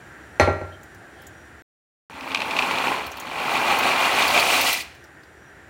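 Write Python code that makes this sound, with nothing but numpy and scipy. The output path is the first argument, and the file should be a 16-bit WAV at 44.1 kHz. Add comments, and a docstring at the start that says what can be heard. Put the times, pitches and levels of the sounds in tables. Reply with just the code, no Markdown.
"""A heavy pot of water simmers on a gas hob: coloured noise with wavering resonances, and bursts of spray as spits.
A sharp knock excites decaying modes of the cookware and bounces; two faint steam squeaks follow.
After a short silence dry pasta slides down a tilted cardboard box: random ringing contacts, clacks and thuds.
It rattles into the water in two surges, the second in regular gushes, growing crisper as the box empties."""
import sys
import numpy as np
from scipy import signal
from scipy.fft import rfft, irfft, next_fast_len
from scipy.io import wavfile
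from scipy.ndimage import uniform_filter1d

SR = 44100
rng = np.random.default_rng(int(sys.argv[2]) if len(sys.argv) > 2 else 0)


def log_audio(samples):
    """Write samples as a 16-bit WAV file to the path given in sys.argv[1]."""
    # one column per channel
    frames = np.atleast_2d(samples).T
    # limit to full scale, then quantise
    limited = np.clip(frames, -1, 1)
    pcm = np.round(limited * 32767).astype(np.int16)
    wavfile.write(sys.argv[1], SR, pcm)


N = 250929
TIME = np.arange(N) / SR
CUTOFF_HZ = 15900
# flow of pasta as the box is tipped, eased back and tipped again: (time [s], level [dB])
FLOW = [(2.09, -45), (2.29, -34.5), (2.35, -33), (2.5, -30), (2.61, -26), (2.8, -26.5), (2.878, -24),
        (3.019, -32.5), (3.138, -40.5), (3.299, -34.5), (3.4, -28.5), (3.62, -23), (4.4, -22.5),
        (4.68, -25), (4.81, -35.5), (4.86, -58)]
FLOW_START_S, FLOW_END_S = FLOW[0][0], FLOW[-1][0]


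def pour(air_db=3, air_width_hz=150, clump_db=0.22, hollow_hz=270):
    """Sliding pieces drum on the cardboard, clack against each other and scratch with their hard edges."""
    # colours of the box wall, the pieces and their edges: (frequency [Hz], relative level [dB])
    cardboard = [(45, -38), (110, -15), (165, -6), (280, -3.5), (450, -3), (640, -2.5), (800, -2.5),
                 (1100, 1), (1600, -4.5), (2200, -14.5), (4000, -39.5)]
    piece_colour = [(900, -13), (1650, -13.5), (2000, 1.5), (2200, -2), (2450, 0), (2900, -1), (3500, -5.5),
                    (4300, -9.5), (5100, -41), (7000, -19.5), (12000, -48)]
    edge_colour = [(2500, 1.5), (4500, 3), (6500, -1.5), (8000, -3), (10000, -3.5), (11200, -11),
                   (12800, -7), (16000, -0.5)]
    # steady narrow resonances of the air in the box, rung by the clacking pieces: (frequency [Hz], width [Hz],
    # gain [dB])
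    box_air_rings = [(1967, 56, -7), (2405, 150, 5), (2750, 120, -6), (3300, 39, -12.5), (4230, 80, -8),
                     (4430, 60, 8)]
    # each sound against the flow:
    # (level with the box full [dB], change once empty [dB], lateness [power], swing in a gush [dB])
    card_law = (0, -8, 45, 1)
    piece_law = (-4, 6, 1.7, 2)
    edge_law = (-14.5, 15, 3, 1.5)
    # hollow low note of the still full box as the pasta starts to slide: (time [s], level [dB])
    hollow_level = [(2.1, -55), (2.3, -45), (2.45, -58), (2.7, -65)]
    # contacts come faster with the flow, following only a share of its swing in dB
    full_flow_db, contacts_per_s, rate_follows = -24, 3300, .55
    air_full_hz, air_empty_hz = 874, 705

    flow_db, gone = flow()
    per_s = contacts_per_s * from_db(rate_follows * (flow_db - full_flow_db))
    card = colour(contacts(per_s, 82.6, 2690, cycles=8.4, spread_db=0.0), cardboard)
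    card = boom(card, gone)
    air_hz = air_full_hz + (air_empty_hz - air_full_hz) * gone
    card = card + from_db(air_db) * box_air(card, air_hz, air_width_hz)

    pieces = colour(contacts(.8 * per_s, 1544, 6720, cycles=14.7, spread_db=1.0), piece_colour)
    pieces = pieces + sum(from_db(db) * resonance(pieces, hz, width_hz) for hz, width_hz, db in box_air_rings)
    edges = colour(contacts(3.2 * per_s, 3070, 14100, cycles=15, spread_db=1.5), edge_colour)

    # the pasta tumbles in small clumps, which all three sounds share
    clumps = from_db(clump_db * wobble(41))
    layers = [(card, card_law), (pieces, piece_law), (edges, edge_law)]
    rattle = sum(at_level(layer * clumps, follow_flow(law)) for layer, law in layers)
    hollow = at_level(resonance(card, hollow_hz, 19.0), in_time(hollow_level)[0])
    return pouring() * (rattle + hollow)


def flow():
    """The flow in dB, and the share of the pasta that has left the box, from the running sum of the flow."""
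    db = in_time(FLOW)[0]
    gone = np.cumsum(from_db(db) * pouring())
    return db, gone / gone[-1]


def pouring(release_s=0.044):
    """1 while pasta is moving, closing as the last pieces leave."""
    return (TIME > FLOW_START_S) * np.clip(1 - (TIME - FLOW_END_S) / release_s, 0, 1)


def follow_flow(law):
    """Level in dB of a sound that follows the flow, swells with each gush and changes as the box empties."""
    # in the second surge the pasta leaves in regular gushes
    gush_from_s, gush_to_s, gush_crest_s, gush_period_s = 3.5, 4.745, 4.04, .166
    full_db, change_db, lateness, gush_db = law
    flow_db, gone = flow()
    gushing = (TIME > gush_from_s) * (TIME < gush_to_s)
    gush = gushing * np.cos(2 * np.pi * (TIME - gush_crest_s) / gush_period_s)
    return flow_db + full_db + change_db * gone ** max(lateness, .1) + gush_db * gush


def contacts(per_s, low_hz, high_hz, cycles, spread_db, count=24):
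    """Random contacts of uneven size, each ringing for some cycles at the pitch of one of many pieces."""
    sizes = from_db(spread_db * np.minimum(rng.exponential(1, N), 4)) * rng.choice([-1, 1], N)
    clicks = sizes * (rng.random(N) < per_s / SR)
    dealt = rng.integers(0, count, N)   # which piece each click strikes
    pitches = np.geomspace(low_hz, min(high_hz, CUTOFF_HZ), count)
    return sum(resonance(clicks * (dealt == k), hz, 2 * hz / cycles) for k, hz in enumerate(pitches))


def boom(card, gone, boom_hz=420, full_db=2.5, empty_db=-9.5):
    """The pasta's weight makes the box wall boom: a low shelf that sinks as the box gets lighter."""
    low = signal.sosfilt(signal.butter(1, boom_hz, fs=SR, output="sos"), card)
    shelf_gain = from_db(full_db + (empty_db - full_db) * gone)
    return card + (shelf_gain - 1) * low


def box_air(x, air_hz, width_hz, count=6):
    """The air in the box resonates lower as it gains room: a glide across neighbouring resonances."""
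    pitches = np.linspace(air_hz.min(), air_hz.max(), count)
    out = np.zeros(N)
    for hz, share in zip(pitches, np.eye(count)):
        out += np.interp(air_hz, pitches, share) * resonance(x, hz, width_hz)   # crossfade
    return out


def clacks(width_hz=380, gain_db=1, chatter_db=-1, chatter_hz=2700, thump_db=-13, thump_t60=0.044, light_t60=0.1):
    """A piece hits hard: a short swelling ring, a chatter of its neighbours and a thump of the box wall."""
    # hardest clacks in the box: (time [s], level before the common gain [dB], t60 of the chatter noise [s])
    hard = [(2.209, -26, .023), (2.307, -26, .035), (2.318, -18.5, 0.052), (2.347, -9.5, 0.021),
            (2.358, -13, 0.022), (2.372, -18, .035), (2.404, -14.5, 0.018), (2.418, -13.5, .035),
            (2.509, -16.5, 0.019), (2.566, -13, 0.058), (2.589, -8.5, 0.021), (2.592, -9.5, 0.058),
            (2.623, -10.5, 0.04), (2.711, -11.5, 0.067), (2.755, -16, 0.039), (2.784, -15, 0.033),
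            (2.871, -18, 0.012), (3.386, -23, 0.014), (3.553, -17, 0.041), (4.086, -24, .02),
            (4.221, -11, 0.038), (4.377, -4.5, 0.019), (4.607, -13, .029), (4.701, -21.5, .041)]
    clack_hz, scatter = 2470, 0.043   # pitch, and its spread as a share
    light_per_s, light_db, light_spread_db = 14, 2.5, 2.5   # lighter ones at random, level against the flow

    out, click, flow_db = np.zeros(N), signal.unit_impulse(SR), flow()[0]
    light = []
    for s in random_times(FLOW_START_S, FLOW_END_S, light_per_s):
        db = np.interp(s, TIME, flow_db) + light_db + light_spread_db * rng.standard_normal()
        light.append((s, db, light_t60))
    for s, db, chatter_t60 in hard + light:
        hz = clack_hz * (1 + scatter * rng.standard_normal())
        tone = peak_one(resonance(resonance(click, hz, width_hz), hz, width_hz))
        chatter = resonance(burst(chatter_t60), chatter_hz, 1400)
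        chatter = peak_one(resonance(chatter, chatter_hz, 2600))
        thump = ring(click, rng.uniform(1020, 1190), thump_t60)
        clack = tone + from_db(chatter_db) * chatter + from_db(thump_db) * thump
        add(out, s, from_db(db + gain_db) * peak_one(clack))
    return out


def thuds(gain_db=-5.5, t60=0.075):
    """A clump lands on the cardboard, which rings as a damped sine."""
    # clumps on the box wall: (time [s], level before the common gain [dB], pitch [Hz])
    clump_hits = [(2.869, -14, 827), (2.918, -10.5, 1036), (3.712, -7.5, 808), (3.855, -12, 715),
                  (4.031, -27, 770), (4.363, -8, 707)]
    out, click = np.zeros(N), signal.unit_impulse(SR // 10)
    for s, db, hz in clump_hits:
        add(out, s, from_db(db + gain_db) * ring(click, hz, t60))
    return out


def plunge(hz=70, width_hz=70):
    """A faint low churn of the water under the falling pasta: narrow noise that follows the flow."""
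    # (level with the box full [dB], change once empty [dB], lateness [power], swing in a gush [dB])
    plunge_law = (-42.5, 17, .8, 0.5)
    churn = resonance(resonance(rng.standard_normal(N), hz, width_hz), hz, width_hz)
    return pouring() * from_db(follow_flow(plunge_law)) * rms_one(churn)


def knock(clatter_db=14, clatter_t60=0.3, tick_db=-27, treble_t60=.13, treble_hz=6000):
    """Each blow cracks, rings the cookware and shakes the hob; bounces are softer with a faint hard tick."""
    # knock and bounces: (time [s], strength [dB], contact brightness [Hz], push on the hob [dB])
    blows = [(0.3978, -0.5, 15880, -1.5), (0.4078, -18, 704, -8), (0.4754, -2.5, 1020, -12),
             (0.4826, -27, 500, -21), (0.556, -18, 700, -23), (.614, -18.5, 1200, -18)]
    # what the cookware rings with: (frequency [Hz], level [dB], t60 [s])
    cookware = [(239, -17, 0.12), (290, -17, 0.07), (346, -13, 0.13), (400, -27, 0.28), (467, -19, 0.15),
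                (543, -28, 0.3), (571, -26, 0.32), (613, -15, 0.38), (639, -23, 0.4), (677, -23, 0.34),
                (782, -18, 0.28), (821, -10, 0.12), (970, -35, 0.4), (1174, -32, 0.4), (1372, -20, 0.48),
                (1540, -30, 0.25), (1755, -28, 0.31), (1907, -17, 0.27), (2153, -34, 0.25),
                (2265, -27, 0.3), (3628, -36, 0.2), (3828, -37, 0.24), (4030, -31, 0.19), (4119, -36, 0.35),
                (4295, -28, 0.23), (5249, -38, 0.24), (5997, -32, 0.12), (8950, -47, 0.3)]
    # the hob's slow bounce under the pot: (frequency [Hz], level [dB], t60 [s])
    hob = [(67, -19.5, 0.21), (78.7, -19, .36), (92.5, -21.5, 0.55), (154.5, -24, 0.68)]
    # quickly damped thump and crack at the point of contact: (frequency [Hz], level [dB], t60 [s])
    contact = [(367, -11, 0.013), (595, -5.5, 0.017), (2060, -8, .012), (2520, -6.5, 0.011),
               (5260, -22, 0.0219), (6120, -17, .025)]
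    # dense clatter of hob and worktop under a blow: (frequency [Hz], relative level [dB])
    clatter_colour = [(50, -36.5), (150, -17.5), (330, -4.5), (750, -4.5), (1100, -5.5), (2400, -9),
                      (3000, -17), (6000, -25), (10000, -30), (16000, -40)]

    force, push, click = np.zeros(N), np.zeros(N), signal.unit_impulse(SR // 10)
    for s, db, bright_hz, push_db in blows:
        soft = dull(dull(click, bright_hz), bright_hz)
        add(force, s, from_db(db) * (soft - from_db(tick_db) * click))
        add(push, s, from_db(push_db) * click)
    shaken = colour(dying(clatter_t60, treble_hz, treble_t60), clatter_colour)[:SR]
    shaken = shaken / np.linalg.norm(shaken)
    clatter = from_db(clatter_db) * signal.fftconvolve(force, shaken)[:N]
    return struck(push, hob) + struck(force, cookware) + struck(force, contact) + clatter


def struck(force, modes):
    """Neighbouring modes swing in opposite senses, so close pairs swell and beat."""
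    return sum((-1) ** k * from_db(db) * ring(force, hz, t60) for k, (hz, db, t60) in enumerate(modes))


def spits(tone_db=-3, width_hz=700, t60=0.058, faint_spray_db=-6):
    """Droplets burst with a high tick and a brief spray, both from decaying noise."""
    # loudest droplets in the pot:
    # (time [s], level before tick or spray gain [dB], pitch [Hz], spray gain before its colour [dB])
    loud = [(0.8324, -38.5, 6930, -8), (0.946, -45, 5730, -8), (1.2191, -48, 5290, 3),
            (1.268, -34, 7100, -7), (3.066, -27, 4200, -6), (3.116, -32.5, 6260, -5),
            (3.1703, -32, 4430, -5), (3.1986, -27, 6560, -6), (3.787, -24, 5900, -1),
            (4.279, -13, 4540, -11), (4.303, -18, 4540, -9), (4.3967, -13, 4280, -9),
            (4.612, -13.5, 4570, -1.5), (4.729, -11, 4100, -4), (5.0396, -43, 5440, -9),
            (5.233, -45, 4520, -13)]
    # colour of the spray: (frequency [Hz], gain [dB])
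    spray_colour = [(1500, -35), (4000, -13.5), (7000, -9), (11000, 3.5), (14000, 7.5), (16000, 7.5)]
    faint_per_s, faint_db, faint_hz = 1.2, -49, (4500, 7000)   # the simmer spits at random all along

    tones, spray = np.zeros(N), np.zeros(N)
    faint = [(s, faint_db, rng.uniform(*faint_hz), faint_spray_db)
             for s in random_times(0, TIME[-1], faint_per_s)]
    for s, db, hz, spray_db in loud + faint:
        add(tones, s, from_db(db + tone_db) * peak_one(resonance(burst(t60), hz, width_hz)))
        add(spray, s, from_db(db + spray_db) * peak_one(burst(t60)))
    return tones + colour(spray, spray_colour)


def squeaks():
    """Thin whistles of narrow noise that swell and fade."""
    # faint squeaks of steam: (time [s], length [s], frequency [Hz], width [Hz], level before the swell [dB])
    whistles = [(0.708, 0.063, 3160, 70, -51.5), (1.085, 0.28, 3240, 350, -60)]
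    out = np.zeros(N)
    for s, length, hz, width_hz, db in whistles:
        swell = np.hanning(round(length * SR))
        whistle = rms_one(resonance(rng.standard_normal(len(swell)), hz, width_hz))
        add(out, s, from_db(db) * swell * whistle)
    return out


def burner(waver_db=2.5):
    """Rush of the flame under the simmering pot; each resonance wavers a little on its own."""
    # colour of the rush: (frequency [Hz], relative level [dB])
    rush_colour = [(15, -64.5), (25, -37), (45, -12.5), (70, 0), (229, -6.5), (344, -1), (489, -7),
                   (695, -9.5), (1130, -12), (1560, -9), (4030, -24.5), (6210, -30.5), (7110, -24),
                   (8360, -32), (16000, -37.5)]
    # resonances in the rush and the simmer: (frequency [Hz], width [Hz], gain [dB])
    rush_peaks = [(75, 41, -2), (310, 93, -19.5), (756, 150, -1.5), (1400, 50, 0.5), (1590, 170, 3),
                  (1810, 170, 3.5), (5780, 50, 12), (7400, 330, -9.5), (9170, 700, 0)]
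    # loudness of the burner: (time [s], level [dB])
    rush_level = [(0, -44.5), (1.0, -46), (1.3, -45), (1.6, -46.5), (5.0, -48.5), (5.69, -47.5)]
    rush = colour(rng.standard_normal(N), rush_colour)
    peaks = np.zeros(N)
    for hz, width_hz, db in rush_peaks:
        peaks += from_db(db + waver_db * wobble(3.4)) * resonance(rush, hz, width_hz)
    return from_db(in_time(rush_level)[0]) * rms_one(rush + peaks)


def kitchen(x, wet_db, t60, treble_hz=5000, treble_t60=0.09):
    """Direct sound and the diffuse answer of the hard kitchen walls, a few ms later."""
    delay = np.zeros(round(.004 * SR))
    tail = np.concatenate([delay, dying(t60, treble_hz, treble_t60)])
    return x + from_db(wet_db) * signal.fftconvolve(x, tail)[:N]


def from_db(db):
    """Decibels to gain."""
    return 10 ** (np.asarray(db) / 20)


def rms_one(x):
    """Scale to an rms of 1."""
    return x / np.sqrt(np.mean(x ** 2) + 1e-20)


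def peak_one(x):
    """Scale to a peak of 1."""
    return x / np.abs(x).max()


def in_time(rows):
    """Each column of a curve at every sample."""
    s, *columns = np.transpose(rows)
    return [np.interp(TIME, s, c) for c in columns]


def colour(x, points):
    """Causal (minimum-phase) filter with the given spectrum, by folding its cepstrum."""
    size = next_fast_len(2 * N, True)
    hz, db = np.transpose(points)
    grid = np.maximum(np.arange(size // 2 + 1) * SR / size, 1)
    gain = from_db(np.interp(np.log(grid), np.log(hz), db))
    cepstrum = irfft(np.log(gain), size)
    cepstrum[1:size // 2] *= 2
    cepstrum[size // 2 + 1:] = 0
    return irfft(rfft(x, size) * np.exp(rfft(cepstrum)), size)[:N]


def ring(clicks, hz, t60):
    """A unit click sets a decaying sine of starting height 1 ringing."""
    r, w = np.exp(-np.log(1000) / (t60 * SR)), 2 * np.pi * hz / SR
    return signal.lfilter([0, np.sin(w)], [1, -2 * r * np.cos(w), r * r], clicks + 1e-18)


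def resonance(x, hz, width_hz):
    """Two-pole band-pass with gain 1 on top."""
    r, w = np.exp(-np.pi * width_hz / SR), 2 * np.pi * hz / SR
    zeros = np.array([1, 0, -1]) * (1 - r * r) / 2
    return signal.lfilter(zeros, [1, -2 * r * np.cos(w), r * r], x + 1e-18)


def dull(x, hz):
    """One-pole low-pass."""
    r = np.exp(-2 * np.pi * hz / SR)
    return signal.lfilter([1 - r], [1, -r], x + 1e-18)


def wobble(hz):
    """Smooth random motion with a spread of 1."""
    return rms_one(dull(dull(rng.standard_normal(N), hz), hz))


def burst(t60):
    """Noise that dies away, of unit energy."""
    t = TIME[:SR]
    noise = rng.standard_normal(SR) * np.exp(-np.log(1000) * t / t60)
    return noise / np.linalg.norm(noise)


def dying(t60, treble_hz, treble_t60):
    """A burst of noise whose treble dies sooner than the rest."""
    noise = burst(t60)
    low = signal.sosfilt(signal.butter(1, treble_hz, fs=SR, output="sos"), noise)
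    extra_decay = np.exp(-np.log(1000) * TIME[:SR] * (1 / treble_t60 - 1 / t60))
    return low + (noise - low) * extra_decay


def add(track, s, sound):
    """Mix a sound into a track at a given time."""
    at = round(s * SR)
    track[at:at + len(sound)] += sound[:N - at]


def at_level(x, db):
    """Give a stream of grains a slow level curve, leaving the single grains uneven."""
    power = uniform_filter1d(x ** 2, size=3000)
    floor = np.mean(x ** 2) / 10000   # keeps sparse stretches from being blown up
    return from_db(db) * x / np.sqrt(np.maximum(power, 0) + floor)


def random_times(start, end, per_s):
    """One moment at random in each equal stretch of a span."""
    slots = np.arange(start, end - 1 / per_s, 1 / per_s)
    return slots + rng.random(len(slots)) / per_s


def scene():
    """Pasta, knock and pot sounds share the kitchen's reverberation; the burner lies dry beneath."""
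    events = pour() + clacks() + thuds() + plunge() + knock() + spits() + squeaks()
    return (kitchen(events, wet_db=-11.0, t60=0.59) + burner())[None]


def record(dry):
    """The sound drops out for about half a second; peaks are rounded and the top is cut."""
    # the drop-out: (start [s], end [s])
    silence = (1.622, 2.098)
    live = (TIME < silence[0]) | (TIME > silence[1])
    rounded = 1.133 * np.tanh(dry * live / 1.116)
    return signal.sosfilt(signal.ellip(12, .1, 90, CUTOFF_HZ, fs=SR, output="sos"), rounded)


dry = scene()
out = record(dry)
log_audio(out)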